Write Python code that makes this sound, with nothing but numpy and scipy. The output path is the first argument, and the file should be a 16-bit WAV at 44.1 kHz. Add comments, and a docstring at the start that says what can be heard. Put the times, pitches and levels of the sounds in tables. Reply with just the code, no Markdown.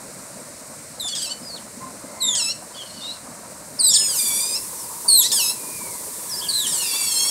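"""Small otters crowd on a rock in a pond and beg close by: five falling squeaks break into lower, raspy
squeals or long wails. Other otters whistle and chatter in between and a few cry thinly further off.
Voices are unsteady partials with breath noise, whistles and far cries are wavering near-sines.
Water and banks throw back short echoes; behind lie rumble and hiss from coloured noise, and small
plops from ringing sines. The hiss grows halfway through. One microphone feeds both channels."""
import sys
import numpy as np
from scipy import signal
from scipy.fft import rfft, irfft, next_fast_len
from scipy.io import wavfile
from scipy.ndimage import uniform_filter1d

SR = 44100
rng = np.random.default_rng(int(sys.argv[2]) if len(sys.argv) > 2 else 0)


def persist_wave(psi):
    """Save psi, clipped to +-1, as 16-bit WAV."""
    counts = np.round(np.clip(psi, -1, 1) * 32767).astype(np.int16)
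    wavfile.write(sys.argv[1], SR, np.atleast_2d(counts).T)


N = 321930
TIME = np.arange(N) / SR
TOP_HZ = 15700  # nothing is kept above this

# background colour before and after it brightens: pitch_hz, relative_density_db [dB per Hz]
CALM_COLOUR = [(18, -56), (30, -19), (59, -11), (108, -3), (230, 2), (399, -7.5), (591, 2), (830, -8.5),
               (921, -5), (2240, -12.5), (3320, -24), (4090, -13), (6370, -11.5), (8500, -4.5),
               (15500, -35)]
BRIGHT_COLOUR = [(18, -43), (30, -8), (64, -11), (105, -4), (467, 0), (728, -11.5), (970, 5.5),
                 (1440, -20.5), (1870, -18.5), (2300, -17.5), (3230, -20), (4090, -12), (6540, -6.5),
                 (8500, 2), (15500, -11)]
CALM_DB, BRIGHT_DB = -38.5, -34.5  # before the mix of the two and the level curves
# the background brightens once; the shares run 0-1
BRIGHTENS_S, BRIGHTEN_TIME_S, SHARE_BEFORE, SHARE_AFTER = 3.96, 0.11, 0.064, 0.75
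# level curve of the high hiss: time_s, relative_level_db
HISS_CURVE = [(0, 0), (1.6, -.5), (3.7, -1), (4.15, 7), (4.9, 3.5), (6.2, 4.5), (7.3, 9.5)]
# level curve of the low outdoor rumble: time_s, relative_level_db
RUMBLE_CURVE = [(0, 1.5), (1.5, 0.6), (2.1, 2.7), (2.65, 0), (4.2, 3), (7.3, 3.5)]

# water plops: start_s, starting_pitch_hz, level_db, ring_s [time to fall 60 dB]
PLOPS = [(0.74, 149, -53, .15), (1.05, 727, -35, 0.12), (1.412, 234, -33.5, 0.16), (1.771, 236, -34, .15),
         (1.821, 148, -35, 0.14), (1.861, 253, -33.5, 0.23), (2.04, 260, -30, 0.1), (2.291, 208, -35, 0.14),
         (2.62, 730, -39, 0.17)]

# early echoes from water and banks: delay_s, level_db
EARLY_ECHOES = [(.0031, -16), (.0083, -9.5), (0.0141, -27)]
# colour of the sound scattered by leaves and ripples: pitch_hz, gain_db
SCATTER_COLOUR = [(2500, 3.5), (4500, 2.5), (6500, 4), (8300, 7.5), (11000, 1), (15000, 0)]
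POND_T60_S, POND_WET_DB = .22, -14.5  # around the rock; wet level before the scatter colour
# colour of the near calls while the background is calm: pitch_hz, gain_db
DULL_COLOUR = [(8500, 0), (10000, -15.5), (11500, -15), (14000, -11)]

# thin far cries: start_s, length_s, start_hz, middle_hz, end_hz, peak_level_db,
#   loudest_at [share of length], octave_db
FAR_CRIES = [(1.798, 0.086, 1030, 1047, 1030, -37.5, 0.45, -18),
             (2.049, 0.39, 1020, 1032, 901, -46.5, .65, -1), (5.546, .48, 2410, 2368, 1894, -48, 0.56, -6),
             (6.096, 0.87, 1845, 1675, 1938, -49.5, 0.67, -3)]
FAR_SWELL_DB = 11  # from the edges of a far cry to its loudest moment
# nearly pure whistles near the rock: start_s, length_s, start_hz, middle_hz, end_hz, peak_level_db,
#   loudest_at [share of length], roughness [0-1]
WHISTLES = [(1.122, 0.027, 3540, 3370, 3210, -25.5, 0.39, 0.1),
            (1.423, 0.058, 5300, 4950, 5050, -39.5, 0.72, 0),
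            (1.469, .09, 5120, 4430, 4420, -33.5, 0.72, 0.17),
            (1.553, 0.037, 4420, 3740, 2420, -39, .15, 0.48), (2.762, 0.071, 3480, 3315, 2990, -36, 1, 0.1),
            (3.013, .11, 3580, 3790, 3990, -32, 0.91, 0.26),
            (3.843, 0.048, 5220, 4830, 4200, -23.5, 1, 0.13),
            (3.885, 0.04, 4350, 5140, 5700, -20, .2, 0.02),
            (3.93, 0.047, 5720, 4620, 3050, -14.5, .35, 0.17),
            (3.997, .07, 3360, 2750, 2420, -38.5, 0.17, 0.4),
            (4.758, .095, 6070, 5500, 4650, -41, .25, 0.27),
            (5.233, 0.038, 3460, 3900, 4880, -26, 0.81, .2),
            (5.268, .046, 4880, 5140, 3470, -31, 0.78, 0.1),
            (6.293, 0.067, 5900, 5140, 4500, -29, 0.61, 0.14),
            (6.353, 0.056, 4600, 5370, 4180, -28.5, 0.91, 0.04),
            (6.411, 0.065, 2980, 3284, 2820, -31, .5, 0.35)]
WHISTLE_SWELL_DB = 8.5  # from the edges of a whistle to its loudest moment

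# soft rough chatter: start_s, length_s, start_hz, end_hz, relative_level_db
CHATTER = [(2.731, 0.12, 1590, 1410, -44.5), (2.849, 0.08, 1482, 1387, -40.5),
           (2.91, 0.14, 1500, 1420, -42), (3.017, .17, 1474, 1350, -42)]
# breathy rasp in the voice: pitch_hz, gain_db
RASP_COLOUR = [(1500, -22), (2900, -2.5), (3800, 5), (4800, 7.5), (6200, 2.5), (8300, 8), (11500, -38),
               (13500, -21), (15500, -26)]
# throat and mouth colour of the low and the high register: pitch_hz, gain_db
SQUEAL_THROAT = [(1100, -31), (1750, -1), (2130, -15.5), (2350, 6.5), (2800, 0.5), (3400, 8), (4100, 1),
                 (5100, 10.5), (6300, 0), (8300, 9.5), (9700, 4.5), (12000, -5), (13500, -11), (15500, -26)]
SQUEAK_THROAT = [(2500, 9), (4200, 6), (6200, -10), (8300, -18), (10000, -6.5), (11500, -2), (13000, -24.5),
                 (15500, -27)]

# two squeals drawn out into wails: time_s, pitch_hz, 6_to_10_khz_db, treble_db [both relative]
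FIRST_WAIL = [(3.935, 1834, -13, -33), (3.959, 1744, -15.5, -26), (4.081, 1712, -24, -37),
              (4.147, 1450, -24.5, -27), (4.181, 1260, -23, -23), (4.209, 1183, -24, -24),
              (4.341, 1149, -26.5, -24.5), (4.499, 1247, -28, -35), (4.535, 1204, -28, -40),
              (4.565, 1368, -28, -45), (4.585, 1324, -36, -40)]
LAST_WAIL = [(6.665, 1926, -21, -46), (6.721, 1800, -28, -35), (6.741, 1584, -22, -31),
             (6.781, 1429, -24, -27), (6.807, 1478, -25, -29), (6.827, 1316, -24.5, -25),
             (6.865, 1216, -30, -29), (6.939, 1127, -28, -28), (6.969, 1188, -28.5, -31),
             (7.161, 1062, -22.5, -28), (7.3, 1111, -21, -34)]
# squeals, the low register: start_s, length_s, first_hz, second_hz, slide_middle_s [after start],
#   slide_time_s, final_lift_hz, relative_level_db, fade_db, 6_to_10_khz_db [to the level],
#   6_to_10_khz_change_db, treble_db [to the level], mouth_hz, harsh_start [0-1], roughness [0-1]
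SQUEALS = [(1.077, 0.066, 1777, 1475, 0.007, 0.0026, 3, -29, -7, 2.5, -6, -6, 4450, 0.33, 0.16),
           (1.148, 0.076, 1767, 1490, 0.037, .006, 5, -30, -0.5, 1, -1, -2, 4420, 0.95, 0.46),
           (1.216, 0.076, 1616, 1320, .039, 0.00495, 3, -25, -6.5, -2, 1, 0, 4360, 0.3, 0.24),
           (1.292, 0.04, 1350, 1493, 0.0054, 0.0032, 6, -27.5, 5, -6.5, -1, -17, 4200, 0, 0.2),
           (2.348, .19, 1870, 1304, 0.029, 0.014, 337, -24.5, -1, 6, -11.5, -3.5, 4630, 0.57, 0.19),
           (5.225, 0.054, 1748, 2025, 0.02, 0.0069, 3, -24, 2, 5.5, -11, -9, 4380, 0.42, 0.42),
           (5.315, .222, 1771, 1281, .074, 0.015, 188, -21.5, -0.5, 4, -9.5, 0, 4850, 0.78, 0.25),
           (6.794, .55, 1523, 1346, .015, 0.024, 0, -32, -7, -14.5, -2, -11, 2700, 0, 0.38)]
BREAK_S = 0.0194  # decay of the harsh start
LIFT_S, SQUEAL_RELEASE_SHARE = .022, 0.17  # growth time of the final lift; share of length that dies away
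OPEN_TREBLE_DB = 4  # the mouth is widest mid-call: treble this much stronger than at the ends

# squeaks, the high register: start_s, length_s, attack_s, onset_hz, crest_hz, end_hz, catch [0-1],
#   relative_level_db, fade_db, 6_to_10_khz_db [to the level],
#   treble_db [to the level and the throat gain at the third partial], roughness [0-1]
SQUEAKS = [(0.995, .105, 0.0068, 4390, 3550, 3300, 0.55, -26, -12, -4.5, 7.5, 0.2),
           (2.198, .155, .024, 4790, 3687, 3153, 0, -21.5, -4, -1.5, 2.5, 0.14),
           (3.785, .15, 0.019, 5620, 4057, 3310, .9, -19.5, -10.5, 8.5, 7, 0.08),
           (5.078, .15, 0.012, 4790, 4287, 3216, .4, -13, -12.5, 2, 10.5, 0.19),
           (6.484, .188, 0.0041, 4806, 4150, 2866, .95, -20.5, -11.5, -3.5, -1, 0.37)]
FLICK_S = .017  # time constant of the drop from the onset pitch
# a full catch in the voice: lower and weaker
CATCH_S, CATCH_WIDTH_S, CATCH_PITCH_SHARE, CATCH_DB = 0.037, 0.011, .06, -10.5
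CREST_S, SAG_POWER, SQUEAK_FADE_POWER = 0.04, 2.2, 2.75  # past the crest it sags; it fades ever faster
GROWL_HZ, GROWL_DB = 137, 1  # pulsing at full sag; the rate wavers
ACCENT_DB, ACCENT_S = 3.5, 0.012  # brief accent at the start


def undb(db):
    """Decibels to gain."""
    return 10 ** (np.asarray(db) / 20)


def unit(x):
    """Scale to rms 1."""
    return x / np.sqrt(np.mean(x ** 2) + 1e-20)


def gain_at(hz, points):
    """Gain of a (Hz, dB) spectrum at the given frequencies."""
    f, db = np.transpose(points)
    return undb(np.interp(np.log(hz + 1e-3), np.log(f), db))


def colour(x, points):
    """Filter a sound with a (Hz, dB) spectrum."""
    return irfft(rfft(x) * gain_at(np.fft.rfftfreq(len(x), 1 / SR), points), len(x))


def wander(n, hz):
    """Smooth chance of spread 1, moving mostly slower than hz."""
    size = next_fast_len(n + SR // 4)
    f = np.fft.rfftfreq(size, 1 / SR)
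    lowpass = np.exp(-.5 * (f / hz) ** 2)
    return unit(irfft(rfft(rng.standard_normal(size)) * lowpass, size))[:n]


def add(out, start, x):
    """Mix a sound in from a given sample on."""
    x = x[:max(N - start, 0)]
    out[start:start + len(x)] += x


def span(s, length, attack_s, release_s):
    """First sample, time since the start and attack-hold-release gate of one call."""
    t = np.arange(int(length * SR)) / SR
    ramp = np.clip(np.minimum(t / attack_s, (length - t) / release_s), 0, 1)
    return int(s * SR), t, np.sin(np.pi / 2 * ramp) ** 2


def step(x, middle, width):
    """A smooth rise from 0 to 1."""
    return .5 + .5 * np.tanh((x - middle) / (2 * width))


def arch(u, first, middle, last):
    """A parabola through three values as u runs from 0 to 1."""
    return first + (last - first) * u + (middle - (first + last) / 2) * (1 - (2 * u - 1) ** 2)


def swell(u, peak):
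    """0 at the loudest moment, falling to -1 at both ends of a call."""
    peak = np.clip(peak, .05, .95)
    return -np.maximum((peak - u) / peak, (u - peak) / (1 - peak)) ** 2


def bright_share():
    """How far the background has turned from calm to bright, 0-1."""
    share = SHARE_BEFORE + (SHARE_AFTER - SHARE_BEFORE) * step(TIME, BRIGHTENS_S, BRIGHTEN_TIME_S)
    return np.clip(share, 0, 1)


def background():
    """A low restless rumble under a smooth high hiss: coloured noise, its octaves changing level apart."""
    hiss_db = np.interp(TIME, *np.transpose(HISS_CURVE))
    rumble_db = np.interp(TIME, *np.transpose(RUMBLE_CURVE))
    share = bright_share()
    calm = undb(CALM_DB) * unit(colour(rng.standard_normal(N), CALM_COLOUR))
    bright = undb(BRIGHT_DB) * unit(colour(rng.standard_normal(N), BRIGHT_COLOUR))
    spectrum = rfft(calm * np.sqrt(1 - share) + bright * np.sqrt(share))
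    octave = np.log2(np.clip(np.fft.rfftfreq(N, 1 / SR), 62.5, 8000) / 62.5)
    out = np.zeros(N)
    for band in range(8):
        x = irfft(spectrum * np.clip(1 - abs(octave - band), 0, 1), N)
        if band < 5:  # centred on 1 kHz and below
            level_db = rumble_db + 3.0 * wander(N, 18) - 2.17
        else:
            level_db = hiss_db + .5 * wander(N, 18)
        out += x * undb(level_db)
    return out


def plops():
    """Pockets of air ring and rise a little in pitch as the swimmers stir the water."""
    out, t = np.zeros(N), TIME[:SR // 4]
    for s, hz, db, ring in PLOPS:
        tone = np.sin(2 * np.pi * hz * t * (1 + .5 * t))
        fade = np.exp(-np.log(1000) * t / ring) * (1 - np.exp(-t / 0.001))
        add(out, int(s * SR), undb(db) * tone * fade)
    return out


def pond(x, wet_db, t60):
    """A few early echoes and a short scattered tail from banks and leaves."""
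    t = TIME[:SR // 2]
    tail = colour(rng.standard_normal(len(t)), SCATTER_COLOUR)
    fade = unit(np.exp(-np.log(1000) * t / t60) * (1 - np.exp(-t / 0.044))) / np.sqrt(len(t))
    response = undb(wet_db) * tail * fade
    response[0] = 1  # direct sound
    for delay, db in EARLY_ECHOES:
        response[int(delay * SR)] += undb(db)
    return signal.fftconvolve(x, response)[:N]


def whistle(hz, db, jitter, overtone_db):
    """A wavering near-sine with an added octave."""
    n = len(hz)
    phase = 2 * np.pi * np.cumsum(hz * (1 + jitter * wander(n, 294))) / SR
    tone = np.sin(phase) + undb(overtone_db) * np.sin(2 * phase)
    return np.sqrt(2) * undb(db + 2 * wander(n, 70)) * tone


def far_cries():
    """Long thin calls from further away: arching near-sines that swell and fade."""
    out = np.zeros(N)
    for s, length, first_hz, middle_hz, last_hz, db, peak, octave_db in FAR_CRIES:
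        start, t, gate = span(s, length, attack_s=0.014, release_s=.016)
        hz = arch(t / length, first_hz, middle_hz, last_hz)
        level_db = db + FAR_SWELL_DB * swell(t / length, peak)
        add(out, start, gate * whistle(hz, level_db, jitter=0.019, overtone_db=octave_db))
    return out


def whistles():
    """Short whistles of the other otters: arching near-sines whose roughness shakes the pitch."""
    out = np.zeros(N)
    for s, length, first_hz, middle_hz, last_hz, db, peak, rough in WHISTLES:
        start, t, gate = span(s, length, attack_s=0.0044, release_s=0.0023)
        hz = arch(t / length, first_hz, middle_hz, last_hz)
        level_db = db + WHISTLE_SWELL_DB * swell(t / length, peak)
        add(out, start, gate * whistle(hz, level_db, 0.088 * rough, overtone_db=-15))
    return out


def bands(hz):
    """Shares of a frequency in the low, middle and treble range of the voice."""
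    first, second = (.5 + .5 * np.tanh((hz - edge) / 300) for edge in (6100, 9700))
    return 1 - first, first - second, second


def voice(hz, dbs, rough, colour_of, jitter, jitter_hz, quaver, shimmer_db, flutter_db, rasp_db):
    """Vocal folds with unsteady cycles sound through the throat; roughness shakes the pitch and adds rasp."""
    n = len(hz)
    hz = hz * (1 + jitter * rough * wander(n, jitter_hz) + quaver * wander(n, 52))
    phase = 2 * np.pi * np.cumsum(hz) / SR
    k = np.arange(1, 14)[:, None]  # partial numbers
    weight = colour_of(k * hz) * (k * hz < TOP_HZ)
    # head turns and rippling reflections make each partial flutter on its own
    flutter = undb(flutter_db * np.array([wander(n, 25.5) for _ in k]))
    partials = np.sin(k * phase + 2 * np.pi * rng.random(k.shape)) * flutter
    # air rushes through once a cycle
    air = rfft(rng.standard_normal(n) * (1 + np.cos(phase)))
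    f = np.fft.rfftfreq(n, 1 / SR)
    tone_share = np.sqrt(np.clip(1 - rough ** 2 / 2, 0, 1))
    out = np.zeros(n)
    for db, share, air_share in zip(dbs, bands(k * hz), bands(f)):
        w = weight * share
        # levelled by its own power; the floor keeps an empty band quiet
        tone = np.sum(w * partials, axis=0) / np.sqrt(np.sum(w ** 2, axis=0) / 2 + 0.0016)
        breath = unit(irfft(air * air_share * gain_at(f, RASP_COLOUR), n))
        rasp = breath * rough * undb(rasp_db)
        out += undb(db) * (tone * tone_share + rasp)
    return out * undb(shimmer_db * wander(n, 107))


def chatter(s, length, first_hz, last_hz, db):
    """A soft rough note through a nearly closed mouth, unsteady in pitch and level."""
    start, t, gate = span(s, length, attack_s=0.021, release_s=0.027)
    hz = first_hz + (last_hz - first_hz) * t / length

    def throat(f):
        mouth_db = 7 * np.exp(-((f - 4200) / 600) ** 2) - 12 * step(f, 4800, 200)
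        return gain_at(f, SQUEAL_THROAT) * undb(mouth_db)

    x = voice(hz, (db, db - 19, db - 20), 0.32, throat, jitter=0.042, jitter_hz=250,
              quaver=0.0165, shimmer_db=3, flutter_db=4, rasp_db=5.5)
    return start, x * gate


def squeal_voice(t, hz, dbs, mouth_hz, harsh, rough):
    """The low register: many partials, lifted near the mouth resonance, with a harsh start."""
    def throat(f):
        return gain_at(f, SQUEAL_THROAT) * undb(8.3 * np.exp(-((f - mouth_hz) / 800) ** 2))

    rough = rough + harsh * np.exp(-(t / BREAK_S) ** 2)
    return voice(hz, dbs, rough, throat, jitter=0.0366, jitter_hz=258,
                 quaver=0.00497, shimmer_db=0.6, flutter_db=3.0, rasp_db=-0.5)


def wail(curve, first_db, middle_db, last_db, overtones_db, mouth_hz, harsh,
         first_rough, middle_rough, last_rough):
    """A long wavering squeal; its low partials and its roughness arch slowly."""
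    s, *columns = np.transpose(curve)
    start, t, gate = span(s[0], s[-1] - s[0], attack_s=0.0048, release_s=0.0044)
    u = t / t[-1]
    hz, mid_db, top_db = (np.interp(s[0] + t, s, c) for c in columns)
    dbs = arch(u, first_db, middle_db, last_db), mid_db + overtones_db, top_db + overtones_db
    rough = arch(u, first_rough, middle_rough, last_rough)
    return start, gate * squeal_voice(t, hz, dbs, mouth_hz, harsh, rough)


def squeal(s, length, first_hz, second_hz, slide_at_s, slide_s, lift_hz, db, fade_db,
           mid_db, mid_change_db, top_db, mouth_hz, harsh, rough):
    """A nasal whine that slides to a second pitch and lifts at the end."""
    start, t, gate = span(s, length, attack_s=0.0037, release_s=SQUEAL_RELEASE_SHARE * length)
    u = t / length
    slide = (second_hz - first_hz) * step(t, slide_at_s, slide_s)
    hz = first_hz + slide + lift_hz * np.exp((t - length) / LIFT_S)
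    db = db + fade_db * u
    treble_db = db + top_db - OPEN_TREBLE_DB * (2 * u - 1) ** 2
    dbs = db, db + mid_db + mid_change_db * u, treble_db
    return start, gate * squeal_voice(t, hz, dbs, mouth_hz, harsh, rough)


def squeak(s, length, attack_s, onset_hz, crest_hz, end_hz, catch, db, fade_db, mid_db, top_db, rough):
    """A piercing note with few partials: it flicks down, may catch, crests and sags."""
    start, t, gate = span(s, length, attack_s, release_s=0.0027)
    caught = catch * np.exp(-((t - CATCH_S) / CATCH_WIDTH_S) ** 2)
    sag = np.clip((t - CREST_S) / (length - CREST_S), 0, 1) ** SAG_POWER
    hz = crest_hz * (1 - CATCH_PITCH_SHARE * caught)
    hz = hz + (onset_hz - crest_hz) * np.exp(-t / FLICK_S) + (end_hz - crest_hz) * sag
    db = db + ACCENT_DB * np.exp(-(t / ACCENT_S) ** 2) + CATCH_DB * caught
    db = db + fade_db * (t / length) ** SQUEAK_FADE_POWER
    db = db + GROWL_DB * np.sqrt(sag) * np.sin(2 * np.pi * GROWL_HZ * t + wander(len(t), 30))

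    def throat(f):
        return gain_at(f, SQUEAK_THROAT)

    third_db = 20 * np.log10(throat(3 * hz))
    x = voice(hz, (db, db + mid_db, db + top_db + third_db), rough, throat, jitter=0.06, jitter_hz=395,
              quaver=0.0023, shimmer_db=1.73, flutter_db=1.3, rasp_db=-12)
    return start, x * gate


def near_otters():
    """Whistles, chatter, wails, squeals and squeaks from the rock."""
    out = whistles()
    for call, rows, call_db in ((chatter, CHATTER, -2.5), (squeal, SQUEALS, -2.2), (squeak, SQUEAKS, -1.4)):
        for row in rows:
            start, x = call(*row)
            add(out, start, x * undb(call_db))
    add(out, *wail(FIRST_WAIL, first_db=-24.5, middle_db=-31, last_db=-29, overtones_db=-1, mouth_hz=5100,
                   harsh=.8, first_rough=0.13, middle_rough=0.314, last_rough=0.16))
    add(out, *wail(LAST_WAIL, first_db=-32, middle_db=-30.5, last_db=-25, overtones_db=-2.5, mouth_hz=4400,
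                   harsh=0.11, first_rough=0.47, middle_rough=0.272, last_rough=0.12))
    return out


def scene():
    """Everything reaches one microphone; the near calls brighten together with the background."""
    otters = pond(near_otters(), wet_db=POND_WET_DB, t60=POND_T60_S)
    share = bright_share()
    otters = share * otters + (1 - share) * colour(otters, DULL_COLOUR)
    far = pond(far_cries(), wet_db=-10.5, t60=0.26)
    mono = background() + plops() + far + otters
    return np.array([mono, mono])


def record(dry):
    """Peaks overload the microphone on one side, leaving a low bump; a limiter acts and the top is cut."""
    overload = np.maximum(dry[0] - .45, 0)
    bump = colour(overload, [(20, -11), (70, 4.5), (200, -9), (1500, -70)])
    envelope = np.sqrt(uniform_filter1d(dry[0] ** 2, size=200) + 1e-9)
    limited = dry / (1 + (envelope / undb(-9)) ** 4) ** (1 / 4)
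    top_cut = signal.ellip(12, .1, 80, TOP_HZ, fs=SR, output="sos")
    return signal.sosfilt(top_cut, limited - undb(-6) * bump)


dry = scene()
out = record(dry)
persist_wave(out)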